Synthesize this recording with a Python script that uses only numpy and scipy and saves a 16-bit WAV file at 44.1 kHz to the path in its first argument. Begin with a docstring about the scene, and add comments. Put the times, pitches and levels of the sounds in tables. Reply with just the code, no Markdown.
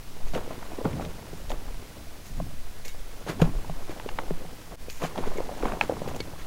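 """Dull snaps and dry crackling: hands crush soft powdery blocks over a tray, close to a small microphone.
Lumps ring for a few cycles, hard flakes crack, crumbs and grit crackle with the squeeze, the tray thuds.
Powder and skin rub as shaped noise, and a few grains squeak as short wavering tones.
The stand sways below hearing and shudders, and the electronics hiss and buzz faintly.
Once, the level drops suddenly and fades back in."""
import sys
import numpy as np
from scipy import signal
from scipy.fft import rfft, irfft, next_fast_len
from scipy.io import wavfile
from scipy.ndimage import uniform_filter1d

SR = 44100
rng = np.random.default_rng(int(sys.argv[2]) if len(sys.argv) > 2 else 0)


def to_wav(s):
    """Save 16-bit WAV."""
    ch = np.atleast_2d(s).T  # columns
    pcm = np.round(np.clip(ch, -1, 1) * 32767)  # PCM
    wavfile.write(sys.argv[1], SR, pcm.astype(np.int16))


def amplitude_ratio(level_db):
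    """Convert a level in decibels to the matching linear amplitude (field) ratio."""
    exponent = np.asarray(level_db, float) / 20
    return 10 ** exponent


N = 284886  # samples in the scene

# how strongly crumbs of each pitch sound: pitch_hz, level_db (relative)
CRUMB_COLOUR = [(200, 1), (350, 3), (550, 4), (1000, 1.5), (1400, -10), (2200, -18), (4000, -31)]


def evened(x):
    """Scales a signal to an rms (average strength) of one."""
    return x / np.sqrt(np.mean(x ** 2) + 1e-20)


def read(points, hz):
    """Reads a level between the points of a spectrum table, along a log-frequency axis."""
    f, value = np.transpose(points)
    return np.interp(np.log(hz + 1), np.log(f + 1), value)


def curve(rows, column):
    """Turns one dB column of a timed table into a smooth gain for each sample."""
    rows = np.array(rows)
    return amplitude_ratio(np.interp(np.arange(N) / SR, rows[:, 0], rows[:, column]))


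def noise(points):
    """Steady noise of unit rms with a given spectrum, silent outside the table."""
    size = next_fast_len(N)
    hz = np.fft.rfftfreq(size, 1 / SR)
    inside = (hz >= points[0][0]) & (hz <= points[-1][0])
    spectrum = rfft(rng.standard_normal(size)) * amplitude_ratio(read(points, hz)) * inside
    return evened(irfft(spectrum, size)[:N])


def ring(hz, t60, rise, phase=0):
    """A softly started tone that loses 60 dB in t60 seconds and stops there; phase is in turns."""
    t = np.arange(round(t60 * SR) + 2) / SR
    envelope = amplitude_ratio(-60 * t / t60) * (1 - np.exp(-t / rise))
    return envelope * np.sin(2 * np.pi * (hz * t + phase))


def stroke(db, rise, fall):
    """An envelope that swells in a straight line and dies away exponentially (times in s)."""
    t = np.arange(0, rise + 2 * fall, 1 / SR)
    return amplitude_ratio(db) * np.where(t < rise, t / rise, np.exp(-2 * (t - rise) / fall))


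def add(mix, at, sound):
    """Mixes a sound in from sample at, cutting what runs past the end."""
    part = mix[at:][:len(sound)]
    part += sound[:len(part)]


def grains(colour, per_s, spread_db, cycles, clump_db, clump_s, count=24):
    """Small fractures at random, each a few cycles at one of count pitches, coming in clumps."""
    strength = amplitude_ratio(spread_db * np.minimum(rng.exponential(1, N), 4))
    strength *= rng.random(N) < per_s / SR
    drift = evened(uniform_filter1d(rng.standard_normal(N), round(clump_s * SR)))
    strength *= amplitude_ratio(clump_db * drift)
    kind = rng.integers(0, count, N)
    out = np.zeros(N)
    for k, hz in enumerate(np.geomspace(colour[0][0], colour[-1][0], count)):
        grain = ring(hz, cycles / hz, 0.17 / hz)[:2048]
        grain = amplitude_ratio(read(colour, hz)) * grain / np.linalg.norm(grain)
        out += signal.oaconvolve(strength * (kind == k), grain)[:N]
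    return evened(out)


def electronics():
    """Preamplifier hiss and a faint train of clock pulses, heard as a comb of thin tones."""
    # hiss spectrum: pitch_hz, level_db (relative, per Hz)
    hiss_colour = [(24, -39), (40, -6.5), (75, -2), (155, -25), (312, -26.5), (433, -19.5), (990, -23),
                   (2440, -27), (5580, -28.5), (8130, -32.5), (10200, -31), (14800, -35), (16000, -31)]
    # level of the buzz tones along the spectrum: pitch_hz, level_db (rms)
    buzz_colour = [(500, -76), (4000, -74), (5500, -74), (7000, -79), (10000, -79), (15500, -79.5)]
    buzz_hz = 499.97
    t = np.arange(N) / SR
    buzz = np.zeros(N)
    for k in range(1, 32):
        buzz += amplitude_ratio(read(buzz_colour, k * buzz_hz)) * np.cos(2 * np.pi * k * buzz_hz * t)
    return amplitude_ratio(-48.5) * noise(hiss_colour) + np.sqrt(2) * buzz


def stand():
    """The microphone stand sways and shudders a little all along, and more around each jolt."""
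    # slow sway spectrum: pitch_hz, level_db (relative, per Hz)
    sway_colour = [(2, -19), (6, 20), (12, 0), (20, -23)]
    # faster shudder spectrum: pitch_hz, level_db (relative, per Hz)
    shudder_colour = [(18, 3), (28, 8), (45, -3), (65, -24)]
    # jolts that reach the stand: peak_s, sway_db, shudder_db
    jolts = [(.25, -26, -35), (1.05, -43, -41), (1.35, -49, -37.5), (1.51, -54, -28), (1.75, -47, -45),
             (2.36, -46, -28.5), (2.58, -42, -57), (3.0, -62, -45), (3.441, -19, -24.5), (3.56, -37, -29.5),
             (4.12, -35, -43), (4.32, -26, -49), (4.73, -60, -47), (5.27, -21, -32.5), (5.65, -38, -30),
             (6.13, -52, -45), (6.44, -52, -38)]
    rise_s = 0.045
    sway, shudder = amplitude_ratio([[-34.5], [-48.5]]) * np.ones(N)  # levels at rest
    for s, sway_db, shudder_db in jolts:
        at = round((s - rise_s) * SR)
        add(sway, at, stroke(sway_db, rise_s, fall=0.2))
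        add(shudder, at, stroke(shudder_db, rise_s, fall=0.176))
    return sway * noise(sway_colour) + shudder * noise(shudder_colour)


def squeaks():
    """A grain squeaks between skin and block: a short fuzzy whistle that starts fast and fades."""
    # the squeaks: start_s, length_s, pitch_hz, level_db
    squeak_list = [(2.853, 0.095, 2200, -52), (2.885, 0.038, 3780, -53), (4.89, 0.026, 2494, -49),
                   (5.372, 0.017, 2200, -44.5), (6.201, 0.028, 2230, -41.5), (6.203, 0.015, 4330, -38)]
    out = np.zeros(N)
    for s, length, hz, db in squeak_list:
        t = np.arange(0, length, 1 / SR)
        # a random walk of the phase, about 0.1 radian in 1 ms, makes the tone fuzzy
        wobble = .1 * np.cumsum(rng.standard_normal(len(t))) / np.sqrt(SR / 1000)
        envelope = amplitude_ratio(db) * np.sqrt(2) * np.sin(np.pi * (t / length) ** 0.42)
        add(out, round(s * SR), envelope * np.sin(2 * np.pi * hz * t + wobble))
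    return out


def scuffs():
    """Shearing powder and rubbing skin: bursts of noise and crumbs that flutter as grains slip."""
    # powder shears under a palm: start_s, rise_s, fall_s, crumbs_db, fizz_db
    shears = [(.335, 0.013, 0.074, -28.5, -39), (.475, .044, .067, -39.5, -50),
              (.775, .013, 0.054, -33.5, -62), (.844, 0.0065, 0.024, -23, -49),
              (.87, 0.012, 0.18, -40, -69), (.995, 0.024, 0.05, -37.5, -48),
              (1.5, 0.0065, 0.059, -34.5, -55), (3.261, 0.035, .05, -28, -34),
              (3.39, .015, 0.021, -32, -43), (3.414, 0.0021, 0.028, -22, -31.5),
              (3.439, .0085, 0.097, -35.5, -47), (3.896, 0.012, 0.071, -43, -45),
              (4.189, 0.0046, 0.058, -33.5, -49), (4.704, 0.022, 0.026, -37.5, -66),
              (4.994, 0.051, 0.057, -30, -35.5), (5.158, 0.026, 0.076, -33, -44.5),
              (5.235, 0.041, 0.043, -36, -44), (5.405, 0.01, 0.033, -37.5, -60),
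              (5.62, 0.045, 0.084, -29, -42.5), (5.716, 0.0066, 0.025, -36, -49),
              (5.816, .0047, .06, -35, -38), (5.9, 0.011, 0.062, -35, -66),
              (6.075, 0.0091, 0.056, -36.5, -45), (6.37, 0.026, 0.096, -49, -47)]
    # dry skin rubs on a block: start_s, fall_s, level_db
    rubs = [(.26, 0.051, -51), (1.365, .035, -54), (1.497, 0.028, -45), (2.24, 0.08, -50), (2.36, .04, -54),
            (2.844, 0.036, -42), (2.875, 0.043, -47), (4.885, 0.068, -44.5), (4.94, 0.12, -53),
            (5.37, .015, -46), (6.075, 0.036, -54), (6.16, 0.007, -39)]
    # powder fizz spectrum: pitch_hz, level_db (relative, per Hz)
    fizz_colour = [(900, 11), (1600, 6.5), (3000, 1.5), (4500, -4), (7000, -17), (10000, -12), (15500, -39)]
    # skin rub spectrum: pitch_hz, level_db (relative, per Hz)
    rub_colour = [(1500, -5.5), (2300, -1), (3000, -10.5), (5300, -9), (6800, -1.5), (8200, -14.5),
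                  (15500, -12)]
    fizz, rub, crumbs = np.zeros((3, N))
    for s, rise, fall, crumbs_db, fizz_db in shears:
        add(fizz, round(s * SR), stroke(fizz_db, rise, fall))
        add(crumbs, round(s * SR), stroke(crumbs_db, rise, fall))
    for s, fall, db in rubs:
        add(rub, round(s * SR), stroke(db, 0.33 * fall, fall))
    rub += np.sqrt(0.1) * fizz  # shearing also brings some skin rub, 10 dB under its fizz
    drift = evened(uniform_filter1d(rng.standard_normal(N), size=120))
    flutter = evened(amplitude_ratio(2.0 * drift))
    breaking = grains(CRUMB_COLOUR, 2000, spread_db=2.5, cycles=10.6, clump_db=3.5, clump_s=0.011)
    return flutter * (fizz * noise(fizz_colour) + rub * noise(rub_colour)) + crumbs * breaking


def tray(push):
    """The tray's low modes (its natural tones) answer any push."""
    # modes of the tray: pitch_hz, level_db, t60_s (time to lose 60 dB)
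    tray_modes = [(95.6, -29, 0.41), (163.4, -2, 0.12), (204, -16, 0.05)]
    out = np.zeros(N)
    for hz, db, t60 in tray_modes:
        out += amplitude_ratio(db) * signal.oaconvolve(push, ring(hz, t60, 0.0019))[:N]
    return out


def crumble():
    """Crumbs, fine grit and the kneading that reaches the tray follow the squeeze of the hands."""
    # the squeeze: time_s, crumbling_db, push_on_tray_db
    squeeze = [(0.0, -55, -52.5), (.45, -47, -46), (.75, -44, -54), (.95, -40.5, -32), (1.11, -46.5, -46.5),
               (1.58, -48, -49), (2.25, -56, -52.5), (2.41, -52.5, -34.5), (2.61, -57, -52.5),
               (3.13, -51.5, -57), (3.44, -49.5, -34.5), (3.72, -46, -51), (4.32, -45.5, -51.5),
               (4.95, -56.5, -53.5), (5.22, -41, -46.5), (5.6, -39.5, -53), (6.06, -40.5, -38),
               (6.46, -49, -52)]
    # how strongly grit of each pitch sounds: pitch_hz, level_db (relative)
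    grit_colour = [(1300, -2), (2200, -2.5), (3500, -3.5), (5000, -8), (6800, -3.5), (9000, -9.5),
                   (15000, -32)]
    crumbs = grains(CRUMB_COLOUR, 1500, spread_db=3.0, cycles=9.8, clump_db=2.5, clump_s=0.018)
    grit = grains(grit_colour, 5000, spread_db=1.5, cycles=6.1, clump_db=1.5, clump_s=0.0056)
    tray_part = 0.14 * evened(tray(rng.standard_normal(N)))
    kneading = evened(tray_part + noise([(55, -4), (100, 0.0), (200, -6.0), (330, -11.0)]))
    crumbling = curve(squeeze, column=1)
    # grit grows less steeply with the squeeze than the crumbs do
    grit_gain = amplitude_ratio(-30.5) * crumbling ** 0.51
    return crumbling * crumbs + grit_gain * grit + curve(squeeze, column=2) * kneading


def crack(db, hz, puff):
    """The split is a puff of a few ms that rings a hard flake, softly enough to spare the treble."""
    # modes of a hard flake: multiple (times the crack's pitch), level_db (relative)
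    flake_modes = [(.75, 9), (1.049, 10.5), (1.5, -4)]
    t = np.arange(len(puff)) / SR
    split = puff * (1 - np.exp(-t / 0.00014)) * np.exp(-t / 0.002)
    out = np.zeros(2 * len(t))
    for multiple, mode_db in flake_modes:
        flake_hz = hz * multiple
        flake_ring = ring(flake_hz, 6 / flake_hz, .5 / flake_hz)  # six cycles long
        add(out, 0, amplitude_ratio(mode_db) * np.convolve(split, flake_ring))
    return amplitude_ratio(db) * out / abs(out).max()


def snaps():
    """Breaking blocks: dull rings of lumps, short bright cracks of flakes and blows to the tray."""
    # lumps that break with a dull ring: start_s, level_db, pitch_hz
    lumps = [(.335, -23.5, 655), (.365, -27, 490), (.477, -28, 520), (.508, -23, 640), (.579, -30, 347),
             (.628, -31, 940), (.718, -27, 720), (.786, -25, 504), (.814, -24, 457), (.85, -19.5, 352),
             (.858, -20, 374), (.968, -34, 477), (.997, -20.5, 736), (1.009, -25, 590), (1.061, -30, 585),
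             (1.331, -26.5, 394), (1.503, -22, 634), (1.517, -23.5, 790), (2.401, -19, 650),
             (3.265, -27, 486), (3.295, -20.5, 390), (3.402, -23, 690), (3.421, -9.5, 487),
             (3.646, -29, 920), (3.697, -22.5, 684), (3.895, -21.5, 325), (3.999, -28, 885),
             (4.061, -20.5, 414), (4.089, -25.5, 825), (4.187, -18, 880), (4.308, -16.5, 383),
             (4.451, -30, 715), (4.883, -28, 467), (5.02, -28, 685), (5.037, -18.5, 495),
             (5.049, -17.5, 706), (5.158, -22.5, 850), (5.177, -23, 736), (5.205, -22, 384),
             (5.238, -22, 900), (5.259, -28, 645), (5.384, -18, 402), (5.404, -17, 525), (5.492, -23, 710),
             (5.633, -15, 460), (5.655, -20, 710), (5.77, -28.5, 413), (5.811, -9.5, 850),
             (5.896, -10, 510), (5.922, -18, 497), (6.018, -20, 570), (6.076, -20.5, 500),
             (6.085, -31, 630), (6.146, -31, 666), (6.163, -26, 337), (6.203, -21.5, 450)]
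    # modes of a lump: multiple (times its pitch), level_db (added to the lump's)
    lump_modes = [(1.0, 3), (.68, -8), (1.6, -8)]
    # hard flakes that crack off: start_s, level_db (peak of the ringing flake), pitch_hz
    flakes = [(0.283, -36, 4000), (.335, -33, 3600), (0.349, -28.5, 2870), (.628, -34, 1800),
              (.85, -37, 2600), (.931, -31.5, 2870), (1.05, -31, 3200), (1.496, -32, 5340),
              (1.503, -34, 3620), (1.517, -28, 2880), (2.85, -31.5, 4200), (2.881, -30, 5270),
              (3.286, -36, 3300), (3.296, -40, 3720), (3.418, -17, 2230), (3.698, -38, 2980),
              (3.894, -34, 3020), (3.998, -30.5, 2400), (4.089, -26.5, 2350), (4.187, -20.5, 1870),
              (4.306, -34.5, 1930), (4.899, -28, 4170), (5.02, -31, 2420), (5.037, -31, 3200),
              (5.159, -34.5, 2550), (5.178, -27, 3070), (5.335, -37, 3500), (5.383, -32, 2540),
              (5.626, -28, 1850), (5.656, -27.5, 1830), (5.683, -30, 2100), (5.72, -26.5, 2050),
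              (5.811, -8, 2280), (6.076, -36, 4600), (6.085, -38, 2400), (6.146, -34, 2500),
              (6.204, -21.5, 3970)]
    # splinter noise spectrum: pitch_hz, level_db (relative, per Hz)
    splinter_colour = [(900, 19), (2000, 3), (4000, -2), (7000, -8), (10000, -25), (15500, -28)]
    # blows to the tray: start_s, level_db (of the push)
    thuds = [(0.336, -27), (0.849, -18.5), (.858, -13), (0.966, -29), (1.062, -25.5), (1.33, -32),
             (2.4, -19.5), (3.29, -23.5), (3.418, -3.5), (3.697, -23), (4.31, -21), (4.451, -32.5),
             (5.035, -22), (5.206, -32), (5.654, -30), (5.736, -30), (5.896, -33), (6.018, -26),
             (6.163, -38)]
    out, splinters, blows = np.zeros((3, N))
    chips = []
    for s, db, hz in lumps:
        for multiple, mode_db in lump_modes:
            mode_hz = hz * multiple
            t60 = 0.01 + 4.7 / mode_hz  # higher modes die sooner
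            sound = ring(mode_hz, t60, rise=.0009, phase=rng.random())
            add(out, round(s * SR), amplitude_ratio(db + mode_db) * sound)
        # every lump also sheds a small flake, 27 dB under it, at a scattered pitch
        chips.append((s, db - 27, 2920 * np.exp(0.51 * rng.uniform(-1, 1))))
    fade = np.exp(-np.arange(600) / SR / .0008)
    for s, db, hz in flakes + chips:
        add(out, round(s * SR), crack(db, hz, rng.standard_normal(600)))
        add(splinters, round(s * SR), amplitude_ratio(db - 11) * fade)
    for s, db in thuds:
        blows[round(s * SR)] = amplitude_ratio(db)
    return out + splinters * noise(splinter_colour) + tray(blows)


def scene():
    """All sources add up at the microphone, as one channel."""
    return (electronics() + stand() + squeaks() + scuffs() + crumble() + snaps())[None]


def top_cut(x):
    """Nothing passes above the cut-off."""
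    return signal.sosfilt(signal.butter(12, 16620, fs=SR, output="sos"), x)


def record(dry):
    """The level drops to about a tenth at 4.757 s and fades back in; the top treble is cut off."""
    since = np.arange(N) / SR - 4.757
    fade = np.where(since < 0, 1, np.clip(.11 + since / .065, 0, 1))  # full again after 58 ms
    edge = signal.firwin(511, 15830, window=("kaiser", 9), fs=SR)  # low-pass edge in Hz
    finished = signal.oaconvolve(dry * fade, edge[None], "same")
    return top_cut(finished)


dry = scene()
out = record(dry)
to_wav(out)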